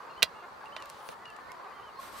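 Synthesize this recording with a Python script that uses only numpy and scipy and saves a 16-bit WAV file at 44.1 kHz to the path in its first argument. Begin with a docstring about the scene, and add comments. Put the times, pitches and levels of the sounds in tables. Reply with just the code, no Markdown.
"""A seabird colony at night on open rock: a wall of harsh overlapping calls, summed from hoarse overtone stacks over a
noise wash, with thin whistles (gliding sine tones) standing out and faint night air (coloured noise) behind.
The hand-held camera's plastic shell snaps once loudly and ticks: damped modes, a noise crack and a rattle.
Fingers thud on it (low damped modes) and a sleeve rustles against it (strokes of coloured noise)."""
import sys
import numpy as np
from scipy import signal
from scipy.fft import rfft, irfft, next_fast_len
from scipy.io import wavfile
from scipy.ndimage import uniform_filter1d, map_coordinates

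SR = 44100
rng = np.random.default_rng(int(sys.argv[2]) if len(sys.argv) > 2 else 0)


def waveform_to_disk(signal):
    """Save audio, clipped to [-1, 1], as 16-bit WAV at the path in sys.argv[1]."""
    frames = np.transpose(np.atleast_2d(signal))
    scaled = np.clip(frames, -1, 1) * 32767
    samples = np.round(scaled).astype(np.int16)
    wavfile.write(sys.argv[1], SR, samples)


N = 97020  # 2.2 s

# Correlation between left and right in a diffuse field: (frequency [Hz], correlation coefficient)
CORRELATION = [(60, 0.057), (380, 0.59), (2380, 0.39), (15000, 0.56)]


def amp(db):
    """Decibels to an amplitude ratio: 20 dB is a factor of ten."""
    return 10 ** (np.asarray(db) / 20)


def unit(x):
    """Normalise the root-mean-square value to 1."""
    return x / np.sqrt(np.mean(x ** 2) + 1e-20)


def along(points, hz):
    """Interpolate (frequency, value) points on a logarithmic frequency axis, as pitch is heard."""
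    f, v = np.transpose(points)
    return np.interp(np.log(hz + 1), np.log(f + 1), v)


def level(rows):
    """Envelope linear in decibels between (time, level) rows; silent outside, but held if it reaches the end."""
    s, db = np.transpose(rows)
    after_db = db[-1] if s[-1] > N / SR - .05 else -200
    return amp(np.interp(np.arange(N) / SR, s, db, left=-200, right=after_db))


def wobble(rate, size=N):
    """Slow random modulation: a smooth spline through `rate` random knots a second."""
    knots = rng.standard_normal(int(size * rate / SR) + 4)
    return map_coordinates(knots, [np.arange(size) * rate / SR])


def filtered(x, response):
    """Linear filtering: the spectrum is multiplied by a response of frequency."""
    m = next_fast_len(N + SR // 2)
    return irfft(rfft(x, m) * response(np.fft.rfftfreq(m, 1 / SR)), m)[..., :N]


def pan(db):
    """Interaural level difference: left exceeds right by db."""
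    return amp([[db / 2], [-db / 2]])


def add(out, s, sound):
    """Superposition: mix a stereo sound in at time s [s]."""
    part = out[:, round(s * SR):][:, :sound.shape[1]]
    part += sound[:, :part.shape[1]]


def spread(pair, spectrum, correlation):
    """Diffuse field: unrelated mid and side signals, weighted by frequency to set the left-right correlation."""
    def mid_side_gain(hz):
        angle = np.arccos(np.clip(along(correlation, hz), -1, 1)) / 2
        return amp(along(spectrum, hz)) * [np.cos(angle), np.sin(angle)]
    mid, side = filtered(pair, mid_side_gain)
    return unit(np.array([mid + side, mid - side]))


def patchy(patchy_db):
    """Non-stationary noise: two noises share time-frequency patches of random gain."""
    z = signal.stft(rng.standard_normal((2, N)), nperseg=512)[2]
    across_hz = uniform_filter1d(rng.standard_normal(z.shape[1:]), 4, 0)
    field = uniform_filter1d(across_hz, 8, 1)
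    return unit(signal.istft(z * amp(patchy_db * unit(field)), nperseg=512)[1][:, :N])


def call(length, pitch_hz, hoarse, order=11):
    """Harmonic voice: overtones on an arched pitch, roughened by random frequency and amplitude modulation."""
    arch = .1  # rise of the pitch in mid-call, as a fraction
    u = np.linspace(0, 1, round(length * SR))
    jitter = 0.0319 * hoarse * wobble(90.7, size=len(u))
    hz = pitch_hz * (1 + arch * np.sin(np.pi * u) ** .5 + jitter)
    gains = amp(rng.normal(0, 2.5, (order, 1)))
    numbers = np.arange(1, order + 1)[:, None]
    phases = numbers * np.cumsum(2 * np.pi * hz / SR) + rng.uniform(0, 6.55, (order, 1))
    voice = (gains * np.sin(phases)).sum(0)
    roughness = 1 + hoarse * wobble(199.7, size=len(u))
    return unit(voice * roughness) * np.sin(np.pi * u) ** .5


def colony(count=260):
    """Incoherent superposition: hoarse calls from all around merge with a noise wash of the farthest birds."""
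    # Spectrum of the chorus, also the filter on the side calls: (frequency [Hz], relative level [dB])
    chorus_spectrum = [(88, -47.5), (150, -12), (281, -13.5), (477, -8.5), (608, -7.5), (1100, 0.5),
                       (1540, -7), (3200, -25), (7000, -35), (10000, -67)]
    # Calls off to the side: (time [s], length [s], pitch before the arch [Hz], level before filtering [dB])
    side_calls = [(1.419, 0.316, 340, -50)]
    median_hz, pitch_spread = 429.3, .2  # spreads are in natural-log units
    median_s, length_spread = 0.0696, 0.416
    size_db, hoarse = 2.5, 0.819  # standard deviation of call level; roughness
    chorus_db, wash_db = -48, 4.5  # mean level; wash over the separate calls
    lead_s = .2  # cut off the front, so that calls are already under way at the start

    calls, aside = np.zeros((2, N + SR)), np.zeros((2, N))
    for k, (pitch, length, size, place) in enumerate(rng.standard_normal((count, 4))):
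        length_s = median_s * np.exp(length_spread * length)
        pitch_hz = median_hz * np.exp(pitch_spread * pitch)
        voice = call(length_s, pitch_hz, hoarse) * amp(size_db * size)
        direction = [[np.cos(3 * place)], [np.sin(3 * place)]]
        add(calls, k / count * (N / SR + lead_s), voice * direction)
    for s, length_s, pitch_hz, db in side_calls:
        clearer = call(length_s, pitch_hz, hoarse=0.58, order=2)
        add(aside, s, amp(db) * clearer * [[1], [-.6]])

    pair = unit(calls[:, round(lead_s * SR):][:, :N]) + amp(wash_db) * patchy(patchy_db=1.0)
    swell = amp(chorus_db + 0.59 * wobble(2.62))
    chorus = swell * spread(pair, chorus_spectrum, CORRELATION)
    # distance dulls the side calls
    return chorus + filtered(aside, lambda hz: amp(along(chorus_spectrum, hz)))


def night_air():
    """Broadband noise: a patchy random signal with a shaped spectrum makes a diffuse background."""
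    # Spectrum of the air: (frequency [Hz], relative level [dB])
    air_spectrum = [(20, -27), (55, -14.5), (263, -16), (1100, -8.5), (2110, -38), (4490, -23),
                    (5280, -32.5), (16000, -41.5)]
    return amp(-55) * spread(patchy(patchy_db=2.0), air_spectrum, CORRELATION)


def whistles():
    """Frequency modulation: a single sine leaps towards its top, sags and fades, wavering in pitch and level."""
    # One whistle a row, before waver and fade:
    # (time [s], length [s], first frequency [Hz], top frequency [Hz], last frequency [Hz], level [dB])
    whistle_rows = [(.094, 0.044, 2510, 2887, 2476, -57), (0.157, 0.13, 2260, 3070, 2700, -54.5),
                    (0.346, 0.092, 2460, 2860, 2600, -59), (0.609, 0.031, 1600, 1660, 1630, -50.5),
                    (.652, 0.034, 2440, 2900, 2480, -53), (0.714, 0.135, 2200, 3120, 2600, -53.5),
                    (0.778, .035, 1860, 1924, 1880, -48), (0.091, 0.097, 4160, 4270, 4250, -65),
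                    (1.21, 0.06, 1840, 2037, 1720, -57.5), (1.249, 0.072, 2860, 2880, 2580, -50.5),
                    (1.26, 0.262, 1774, 1720, 1873, -57), (1.294, 0.076, 3070, 3100, 2770, -64.5),
                    (1.487, 0.038, 1733, 2186, 2210, -51.5), (1.672, 0.064, 2350, 2510, 2160, -60.5),
                    (1.709, 0.075, 1870, 2070, 1980, -60), (1.722, 0.12, 2390, 3190, 2620, -62.5),
                    (1.818, 0.092, 2530, 3160, 2700, -58.5), (1.957, 0.057, 3960, 4280, 4270, -60),
                    (1.984, 0.025, 1070, 1090, 1060, -43), (2.139, 0.041, 1125, 1079, 1035, -43.5)]
    leap_s, sag = .007, 2.6  # time constant of the leap; exponent, higher sags later
    edge_s, fade_db = .006, 4  # ramps at both ends; loss by the end
    waver, waver_db = .004, 2.4  # pitch waver as a fraction; level waver

    out = np.zeros((2, N))
    for s, length, first_hz, top_hz, last_hz, db in whistle_rows:
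        t = np.arange(round(length * SR)) / SR
        below_top = (top_hz - first_hz) * np.exp(-t / leap_s)
        sagged = (top_hz - last_hz) * (t / length) ** sag
        hz = (top_hz - below_top - sagged) * (1 + waver * wobble(185, size=len(t)))
        edges = np.clip(np.minimum(t, length - t) / edge_s, 0, 1)
        level_db = db - fade_db * (t / length) ** 2 + waver_db * wobble(104, size=len(t))
        phase = np.cumsum(2 * np.pi * hz / SR) + rng.normal(0, 0.32, (2, 1))
        add(out, s, edges * amp(level_db) * np.sin(phase))
    return out


def ring(modes, t, tilt_db):
    """Modal vibration: damped sines in two-stage decay, their levels scattered anew at each strike."""
    linger, linger_db = 5, -14.5  # second decay: times longer, and its level
    lag_rad, lag_shrink_rad = 4.7, .22  # higher modes lag in phase, by a step that shrinks upward
    total = 0
    for k, (hz, db, t60) in enumerate(modes):
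        gain = amp(db + tilt_db * np.log2(hz / 2500) + rng.normal(0, 1.5))
        decay = amp(-60 * t / t60) + amp(linger_db - 60 * t / (linger * t60))
        lag = k * (lag_rad - k * lag_shrink_rad)
        total = total + gain * decay * np.sin(2 * np.pi * hz * t - lag)
    return total


def shell():
    """Impulsive excitation: each snap or tick rings the shell's modes, cracks in the treble and leaves a rattle."""
    # Snaps and ticks: (time [s], ring level [dB], tilt of the ring, also moving the crack's top [dB per octave],
    # crack level [dB], left over right [dB])
    ticks = [(0.2229, -26.5, -1.5, -38, -9.5), (.2281, -18.5, 6.4, -8, -5), (.2305, -21.5, 0, -12, -4.5),
             (0.2348, -29, -6, -37, -11), (0.657, -55.5, -2, -48, 5), (0.7646, -36, -5, -33, -4),
             (0.8025, -63, 1, -43, 0), (0.8233, -48, -4, -30.5, -1), (0.8569, -60, 5, -39, 1.1),
             (0.894, -66, -1, -39, 1), (0.8993, -52, 3, -30.5, -1), (1.0885, -45.5, -8, -27.5, 2.5),
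             (1.2555, -54, -6, -40, 7), (1.3026, -70, -2, -41.5, 3), (1.3643, -61, -1.5, -39.5, -1),
             (1.5182, -57, 0, -34.5, -4)]
    # Modes of the plastic shell: (frequency [Hz], relative level [dB], t60 of the first decay [s])
    shell_modes = [(637, -10, 0.014), (1052, -7, 0.024), (1510, -0.5, 0.01), (1967, -2, 0.016),
                   (2402, 3.5, 0.01), (2760, 7, 0.011), (3310, -7.5, 0.016), (3720, 0.5, 0.0089),
                   (4110, 1.5, 0.011), (4790, -4.5, 0.018), (5626, -7, 0.014)]
    blow_s = .0005  # time constant of the rise
    crack_s, crack_top_hz = .005, 10900  # t60; upper band edge without tilt
    crackle_s, crackle_db = 0.046, -22  # ragged after-crackle: t60; level under the crack
    rattle_s, rattle_db = 0.068, -14  # t60; level under the ring before the filter
    rattle_hz, rattle_width_hz = 3140, 2600

    out, rattle, t = np.zeros((2, N)), np.zeros((2, N)), np.arange(SR // 8) / SR
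    rise = 1 - np.exp(-t / blow_s)
    for s, ring_db, tilt_db, crack_db, side_db in ticks:
        near, apart, sharp, sharp_apart = rng.standard_normal((4, len(t)))
        ragged_db = 2.7 * wobble(722, size=len(t))
        fade = amp(-60 * t / crack_s) + amp(crackle_db - 60 * t / crackle_s + ragged_db)
        top_hz = np.clip(crack_top_hz * amp(tilt_db / 2), 5000, 20000)
        band = signal.butter(2, [3500, top_hz], 'band', fs=SR)
        crack_noise = sharp + 0.64 * sharp_apart * [[1], [-1]]
        crack = signal.lfilter(*band, amp(crack_db) * fade * rise * crack_noise)
        add(out, s, crack * pan(side_db))
        add(out, s, amp(ring_db) * ring(shell_modes, t, tilt_db) * rise * pan(side_db))
        rattle_noise = near + 0.48 * apart * [[1], [-1]]
        add(rattle, s, amp(ring_db + rattle_db - 60 * t / rattle_s) * rattle_noise * pan(side_db))

    def resonance(f):
        damping = 1j * f * rattle_width_hz
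        return damping / (rattle_hz ** 2 - f * f + damping)
    return out + filtered(rattle, lambda f: 4 * resonance(f) ** 2)


def thuds():
    """Low-frequency modal response: a finger's blow excites damped sines, out of phase between left and right."""
    # Finger blows: (time [s], level [dB])
    blows = [(0.227, -26.5), (1.088, -40)]
    # Modes of a thud: (frequency [Hz], relative level [dB], t60 [s], phase by which left leads [rad])
    thud_modes = [(77.4, -12, 0.097, 1.83), (176, -3.5, 0.054, 2.21), (498, 11, 0.041, 2.68)]
    out, t = np.zeros((2, N)), np.arange(SR // 8) / SR
    rise = np.minimum(t / 0.0036, 1)
    for s, db in blows:
        for hz, mode_db, t60, lead in thud_modes:
            phase = 2 * np.pi * hz * t + [[lead / 2], [-lead / 2]]
            add(out, s, rise * amp(db + mode_db - 60 * t / t60) * np.sin(phase))
    return out


def sleeve():
    """Friction noise: each stroke of cloth is patchy noise with its own spectrum and envelope."""
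    # Envelope of each stroke, before a flutter: (time [s], level [dB])
    strokes = [
        [(.76, -69), (.92, -59.5), (.96, -63.5), (1.12, -57.5), (1.145, -64)],
        [(.95, -78), (1.06, -59), (1.125, -57), (1.145, -72)],
        [(1.97, -75), (2.0, -53.5), (2.05, -50), (2.11, -54), (2.2, -49.5)],
    ]
    # Spectrum of each stroke: (frequency [Hz], relative level [dB])
    stroke_spectra = ([(900, -28), (3000, -1), (15000, -23)], [(8000, -16), (9800, 3.5), (11500, -10),
                      (12800, -16), (15000, -4)], [(1200, -0.5), (4200, -2), (7000, -9), (8300, -4),
                      (10000, -12), (12200, -5.5), (16000, -19)])
    out = np.zeros((2, N))
    for rows, spectrum in zip(strokes, stroke_spectra):
        flutter = amp(1.5 * wobble(39.87))
        cloth = spread(patchy(patchy_db=-0.5), spectrum, [(1000, 0.47)])  # same correlation at every frequency
        out += level(rows) * flutter * cloth
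    return out


def scene():
    """Linear superposition of birds, night air and camera noises."""
    return colony() + night_air() + whistles() + shell() + thuds() + sleeve()


def record(dry):
    """Soft saturation compresses the loudest peaks; a low-pass then removes all above the band limit."""
    overload, top_hz = .8, 15960  # saturation amplitude; band limit
    soft = dry / (1 + (dry / overload) ** 4) ** (1 / 4)
    return filtered(soft, lambda hz: np.clip((top_hz - hz) / 500, 0, 1) ** .5)


dry = scene()
out = record(dry)
waveform_to_disk(out)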